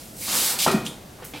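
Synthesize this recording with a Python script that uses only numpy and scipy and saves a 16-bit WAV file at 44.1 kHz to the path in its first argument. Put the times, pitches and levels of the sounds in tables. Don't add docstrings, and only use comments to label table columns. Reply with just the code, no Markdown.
import sys
import numpy as np
from scipy import signal
from scipy.fft import rfft, irfft
from scipy.io import wavfile

SR = 44100
rng = np.random.default_rng(int(sys.argv[2]) if len(sys.argv) > 2 else 0)


def generate_wav(signal):
    frames = np.transpose(np.atleast_2d(signal))
    scaled = np.clip(frames, -1, 1) * 32767
    pcm = np.round(scaled).astype(np.int16)
    wavfile.write(sys.argv[1], SR, pcm)


N = 61739


def undb(db):
    return 10 ** (np.asarray(db) / 20)


def unit(x):
    return x / np.sqrt(np.mean(x ** 2))


def noise():
    return rng.standard_normal((2, N))


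def ring(x, response):
    return signal.fftconvolve(np.atleast_2d(x), np.atleast_2d(response), axes=1)[:, :N]


def colour(x, points):
    size = 4096
    hz, db = np.array(points, float).T
    f = np.maximum(np.arange(size // 2 + 1) * SR / size, 1)
    log_gain = np.log(undb(np.interp(np.log(f), np.log(hz), db)))
    cepstrum = irfft(log_gain)
    cepstrum[1:size // 2] *= 2
    cepstrum[size // 2 + 1:] = 0
    return ring(x, irfft(np.exp(rfft(cepstrum))))


def fade(t60):
    return np.exp(-np.log(1000) * np.arange(N) / SR / t60)


def tail(t60):
    return unit(noise() * fade(t60)) / np.sqrt(N)


GRAINS_PER_S, GRAIN_SPREAD_DB = 7000, 1.5


def friction(spectrum):
    catches = rng.random(N) < GRAINS_PER_S / SR
    slips = catches * noise() * undb(GRAIN_SPREAD_DB * rng.standard_normal(N))
    return unit(colour(unit(slips) + noise(), spectrum))


def strokes(rows, spectrum):
    t = np.arange(N) / SR
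    power = 0
    for start, length, db, attack, release in rows:
        rise = np.clip((t - start) / attack, 0, 1)
        fall = np.exp(-np.maximum(t - start - length, 0) / release)
        power = power + (undb(db) * rise * fall) ** 2
    return np.sqrt(power) * friction(spectrum)


def contacts(rows, spectrum):
    t = np.arange(N) / SR
    envelope = 0
    for start, db, decay in rows:
        envelope = envelope + undb(db) * (t >= start) * np.exp(-np.maximum(t - start, 0) / decay)
    return envelope * unit(colour(noise(), spectrum))


def pulses(rows):
    t = np.arange(N) / SR
    out = 0
    for start, db, hz, ring_s in rows:
        age = np.maximum(t - start, 0)
        swell = 2 * age / ring_s
        out = out + undb(db) * np.sin(2 * np.pi * hz * age) * swell * np.exp(1 - swell)
    return out


def resonate(x, modes, t60, blur_hz):
    energy = np.maximum(ring(np.atleast_2d(x)[0] ** 2, fade(t60) ** 2), 0)
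    steps = rng.standard_normal((len(modes), N))
    waver = np.cumsum(steps, axis=1) * np.sqrt(2 * np.pi * blur_hz / SR)
    t = np.arange(N) / SR
    tones = sum(undb(db) * np.sin(2 * np.pi * hz * t + w) for (hz, db), w in zip(modes, waver))
    return np.sqrt(energy / energy.max()) * tones


# (frequency [Hz], relative level [dB])
SHOP_TONE = [(20, -9.5), (45, -3), (150, -0.5), (230, -1), (400, -7.5), (650, -8), (1000, -18), (2000, -20),
             (4000, -21), (13000, -25), (16000, -31)]
SHOP_DB = -44


def workshop():
    return undb(SHOP_DB) * unit(colour(noise(), SHOP_TONE))


# (time [s], paper hiss [dB], paper rasp [dB], table scrape [dB])
SLIDE_LEVELS = [(0.0, -45, -48.5, -48.5), (0.082, -48.5, -56, -81), (0.132, -50.5, -65, -80),
                (0.208, -34.5, -46, -68), (0.214, -33, -41.5, -56), (0.272, -31, -36, -45),
                (0.282, -31, -30.5, -37), (0.354, -22, -27, -33), (0.41, -23, -27, -35.5),
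                (0.5, -23.5, -29, -36), (0.542, -29, -33.5, -35.5), (0.578, -47, -43, -39.5),
                (0.587, -30, -44, -40)]
# (frequency [Hz], relative level [dB])
HISS_TONE = [(2500, -27.5), (4000, -10.5), (5200, -4), (6500, -3.5), (9000, 1.5), (11000, -0.5),
             (13600, -1.5), (16000, -6)]
RASP_TONE = [(1200, -32), (1900, -9.5), (2200, -7.5), (3000, -6.5), (4300, -3), (5200, -7), (7000, -6),
             (12000, -54)]
SCRAPE_TONE = [(100, -21), (220, 1.5), (450, -4), (700, 1), (1600, -2), (2500, -10), (5000, -31)]
HISS_TRIM_DB, RASP_TRIM_DB, SCRAPE_TRIM_DB = -1, -.5, -1
SLIDE_RELEASE_S, SCRAPE_RELEASE_S = 0.079, 0.23


def slide():
    t = np.arange(N) / SR
    times, hiss_db, rasp_db, scrape_db = np.array(SLIDE_LEVELS).T
    after = np.maximum(t - times[-1], 0)
    paper_release = np.exp(-after / SLIDE_RELEASE_S)
    scrape_release = np.exp(-after / SCRAPE_RELEASE_S)
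    hiss = undb(np.interp(t, times, hiss_db) + HISS_TRIM_DB) * paper_release * friction(HISS_TONE)
    rasp = undb(np.interp(t, times, rasp_db) + RASP_TRIM_DB) * paper_release * friction(RASP_TONE)
    scrape = undb(np.interp(t, times, scrape_db) + SCRAPE_TRIM_DB) * scrape_release * friction(SCRAPE_TONE)
    return hiss + rasp + scrape


# (time [s], level [dB], decay [s])
FRAME_BOOMS = [(.21, -37.5, 0.029), (.673, -25, 0.042), (.742, -27.5, 0.085)]
# (frequency [Hz], relative level [dB])
BOOM_TONE = [(35, -39), (130, 4.5), (380, -0.5), (520, -8.5), (2000, -37)]
# (time [s], peak [dB], centre [Hz], ring [s])
MACHINE_KNOCKS = [(.6635, -8, 780, 0.0018), (.667, -15.5, 1160, 0.0016), (.672, -19, 242, 0.0076),
                  (.6765, -12.5, 750, 0.0027), (.680, -12.5, 1298, 0.0032), (.699, -21.5, 1274, 0.01),
                  (.714, -19, 383.5, 0.013), (.734, -21.5, 713, 0.005), (.741, -14.5, 214, 0.0086)]
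KNOCK_LOW_CUT_HZ = 89
# (time [s], level [dB], decay [s])
LOOSE_RATTLES = [(.665, -19.5, 0.019), (.677, -25.5, 0.075)]
# (frequency [Hz], relative level [dB])
RATTLE_TONE = [(40, -46), (150, -20.5), (350, -0.5), (700, -0.5), (1400, -2), (2100, -11.5), (4200, -13.5),
               (16000, -50)]
# (frequency [Hz], level at the strongest ringing [dB])
HOUSING_MODES = [(133, -34), (221, -29.5), (305, -42), (368, -27.5), (416, -38), (639, -32.5), (700, -37),
                 (771, -39), (942, -37), (1230, -39), (1284, -43), (1393, -38.5), (1855, -39.5),
                 (1906, -38.5), (2369, -41.5), (2496, -34)]
HOUSING_T60_S, HOUSING_BLUR_HZ = .4, 5
PANEL_DB, PANEL_T60_S = -9, 0.17


def machine():
    low_cut = signal.butter(2, KNOCK_LOW_CUT_HZ, "high", fs=SR, output="sos")
    blows = signal.sosfilt(low_cut, pulses(MACHINE_KNOCKS))
    struck = blows + contacts(LOOSE_RATTLES, RATTLE_TONE) + contacts(FRAME_BOOMS, BOOM_TONE)
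    housing = resonate(blows, HOUSING_MODES, HOUSING_T60_S, HOUSING_BLUR_HZ)
    panels = undb(PANEL_DB) * ring(blows, tail(PANEL_T60_S))
    return struck + housing + panels


# (time [s], length [s], level [dB], attack [s], release [s])
PAPER_SQUEAKS = [(.215, 0.035, -41, 0.011, 0.034)]
# (frequency [Hz], relative level [dB])
SQUEAK_TONE = [(1600, -42), (2150, 1), (2400, -10), (3200, -24)]


def squeak():
    return strokes(PAPER_SQUEAKS, SQUEAK_TONE)


# (time [s], length [s], level
# [dB], attack [s], release [s])
PAPER_PUSHES = [(.588, 0.019, -24.5, 0.00074, 0.01), (.598, 0.051, -21.5, 0.025, 0.008),
                (.665, 0.02, -34, 0.0085, 0.048), (.713, 0.0073, -28.5, 0.0017, 0.013),
                (.849, 0.014, -37.5, 0.0027, 0.031)]
# (frequency [Hz], relative level [dB])
PUSH_TONE = [(1300, -31), (2200, -6.5), (3730, -2.5), (4730, -3.5), (9280, -6), (11400, -9), (14100, -10),
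             (16000, -20)]


def pushes():
    return strokes(PAPER_PUSHES, PUSH_TONE)


# (time [s], level [dB], decay [s])
STRIP_TICKS = [(.8645, -21.5, 0.0023), (.8702, -28, 0.0036)]
# (frequency [Hz], relative level [dB])
TICK_TONE = [(800, -22), (2400, -14.5), (3000, 7.5), (3550, 11.5), (4600, -9), (6800, 0), (10000, -14.5),
             (16000, -32)]
CLACK_DB, CLACK_HZ, CLACK_RING_S = -21.5, 3280, 0.0014
# (frequency [Hz], level at the strongest ringing [dB])
STRIP_MODES = [(3300, -39), (3580, -36.5), (7100, -46), (8600, -42.5), (9700, -40.5)]
STRIP_T60_S, STRIP_BLUR_HZ = 0.27, 163


def strip():
    clack = pulses([(STRIP_TICKS[0][0], CLACK_DB, CLACK_HZ, CLACK_RING_S)])
    ticks = contacts(STRIP_TICKS, TICK_TONE) + clack
    return ticks + resonate(ticks, STRIP_MODES, STRIP_T60_S, STRIP_BLUR_HZ)


# (time [s], length [s], level [dB], attack [s], release [s], cut-off [Hz])
SLEEVE_RUBS = [(1.185, 0.038, -48.5, .0016, .01, 1110), (1.219, 0.0087, -42, .002, .01, 1760),
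               (1.227, .016, -46, .005, 0.037, 2720)]
CLOTH_SLOPE_DB = -26
# (time [s], peak [dB], centre [Hz], ring [s])
ARM_BUMPS = [(1.188, -40, 794, .0035), (1.222, -35, 502, 0.0043), (1.336, -32, 680, 0.0015),
             (1.337, -35, 289.6, 0.018), (1.348, -33.5, 840, 0.0033)]
# (time [s], level [dB], decay [s])
SLEEVE_SNAPS = [(1.2503, -27, 0.0013), (1.312, -46, 0.0052)]
# (frequency [Hz], relative level [dB])
SNAP_TONE = [(4000, -11), (8500, -5), (14000, -2)]
# (time [s], level [dB], decay [s])
HAND_TAPS = [(1.3365, -35.5, 0.017), (1.347, -47.5, 0.027), (1.359, -41.5, 0.063)]
# (frequency [Hz], relative level [dB])
TAP_TONE = [(150, -6), (290, -6), (750, -7.5), (1800, -9), (2400, 0.5), (3200, -6.5), (4300, -9),
            (16000, -46)]


def reach():
    scuffs = 0
    for *rub, hz in SLEEVE_RUBS:
        cloth_tone = [(hz / 10, CLOTH_SLOPE_DB / 2), (hz / 2, 0), (hz, 0), (hz * 4, CLOTH_SLOPE_DB)]
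        scuffs = scuffs + strokes([rub], cloth_tone)
    snaps = contacts(SLEEVE_SNAPS, SNAP_TONE)
    landing = contacts(HAND_TAPS, TAP_TONE) + pulses(ARM_BUMPS)
    return scuffs + snaps + landing


# (time [s], length [s], level [dB], attack [s], release [s])
LIGHT_BRUSHES = [(1.243, 0.0044, -41.5, 0.002, 0.046), (1.34, 0.18, -49.5, 0.029, .03)]


def brushes():
    return strokes(LIGHT_BRUSHES, HISS_TONE)


ROOM_T60_S, ROOM_TREBLE_T60_S, ROOM_SPLIT_HZ = 0.57, 0.34, 4140


def room(x):
    low_pass = signal.butter(2, ROOM_SPLIT_HZ, fs=SR, output="sos")
    high_pass = signal.butter(2, ROOM_SPLIT_HZ, "high", fs=SR, output="sos")
    low = ring(signal.sosfilt(low_pass, x), tail(ROOM_T60_S))
    high = ring(signal.sosfilt(high_pass, x), tail(ROOM_TREBLE_T60_S))
    return low + high


def place(x, width, pan_db=0):
    mid = x[0]
    side = signal.hilbert(colour(x[1], width)[0]).imag
    pan = undb(np.array([[pan_db], [-pan_db]]) / 2)
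    return np.array([mid + side, mid - side]) * pan


# (frequency [Hz], gain of the side signal [dB])
SHOP_SIDE = [(60, -26), (200, -16.5), (1200, 0.5), (6000, -13)]
PAPER_SIDE = [(500, -33), (1200, -27), (2800, -23), (5600, -14.5), (11000, -10)]
MACHINE_SIDE = [(200, -42), (500, -37), (1200, -19.5)]
ECHO_SIDE = [(200, -38), (500, -13), (1200, -18), (6000, -35)]
PAPER_PAN_DB = -1.2
PAPER_WET_DB, KNOCK_WET_DB, TICK_WET_DB = -4, -13.5, -13


def scene():
    rumble = workshop()
    paper = slide() + squeak() + pushes() + brushes()
    thud, ticks, hand = machine(), strip(), reach()
    paper_send = undb(PAPER_WET_DB) * (paper + hand)
    echo = room(paper_send + undb(KNOCK_WET_DB) * thud + undb(TICK_WET_DB) * ticks)
    return (place(rumble, SHOP_SIDE)
            + place(paper + hand + ticks, PAPER_SIDE, PAPER_PAN_DB)
            + place(thud, MACHINE_SIDE)
            + place(echo, ECHO_SIDE))


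TOP_HZ = 15900


def record(dry):
    low_pass = signal.ellip(10, .2, 80, TOP_HZ, fs=SR, output="sos")
    return signal.sosfilt(low_pass, dry)


dry = scene()
out = record(dry)
generate_wav(out)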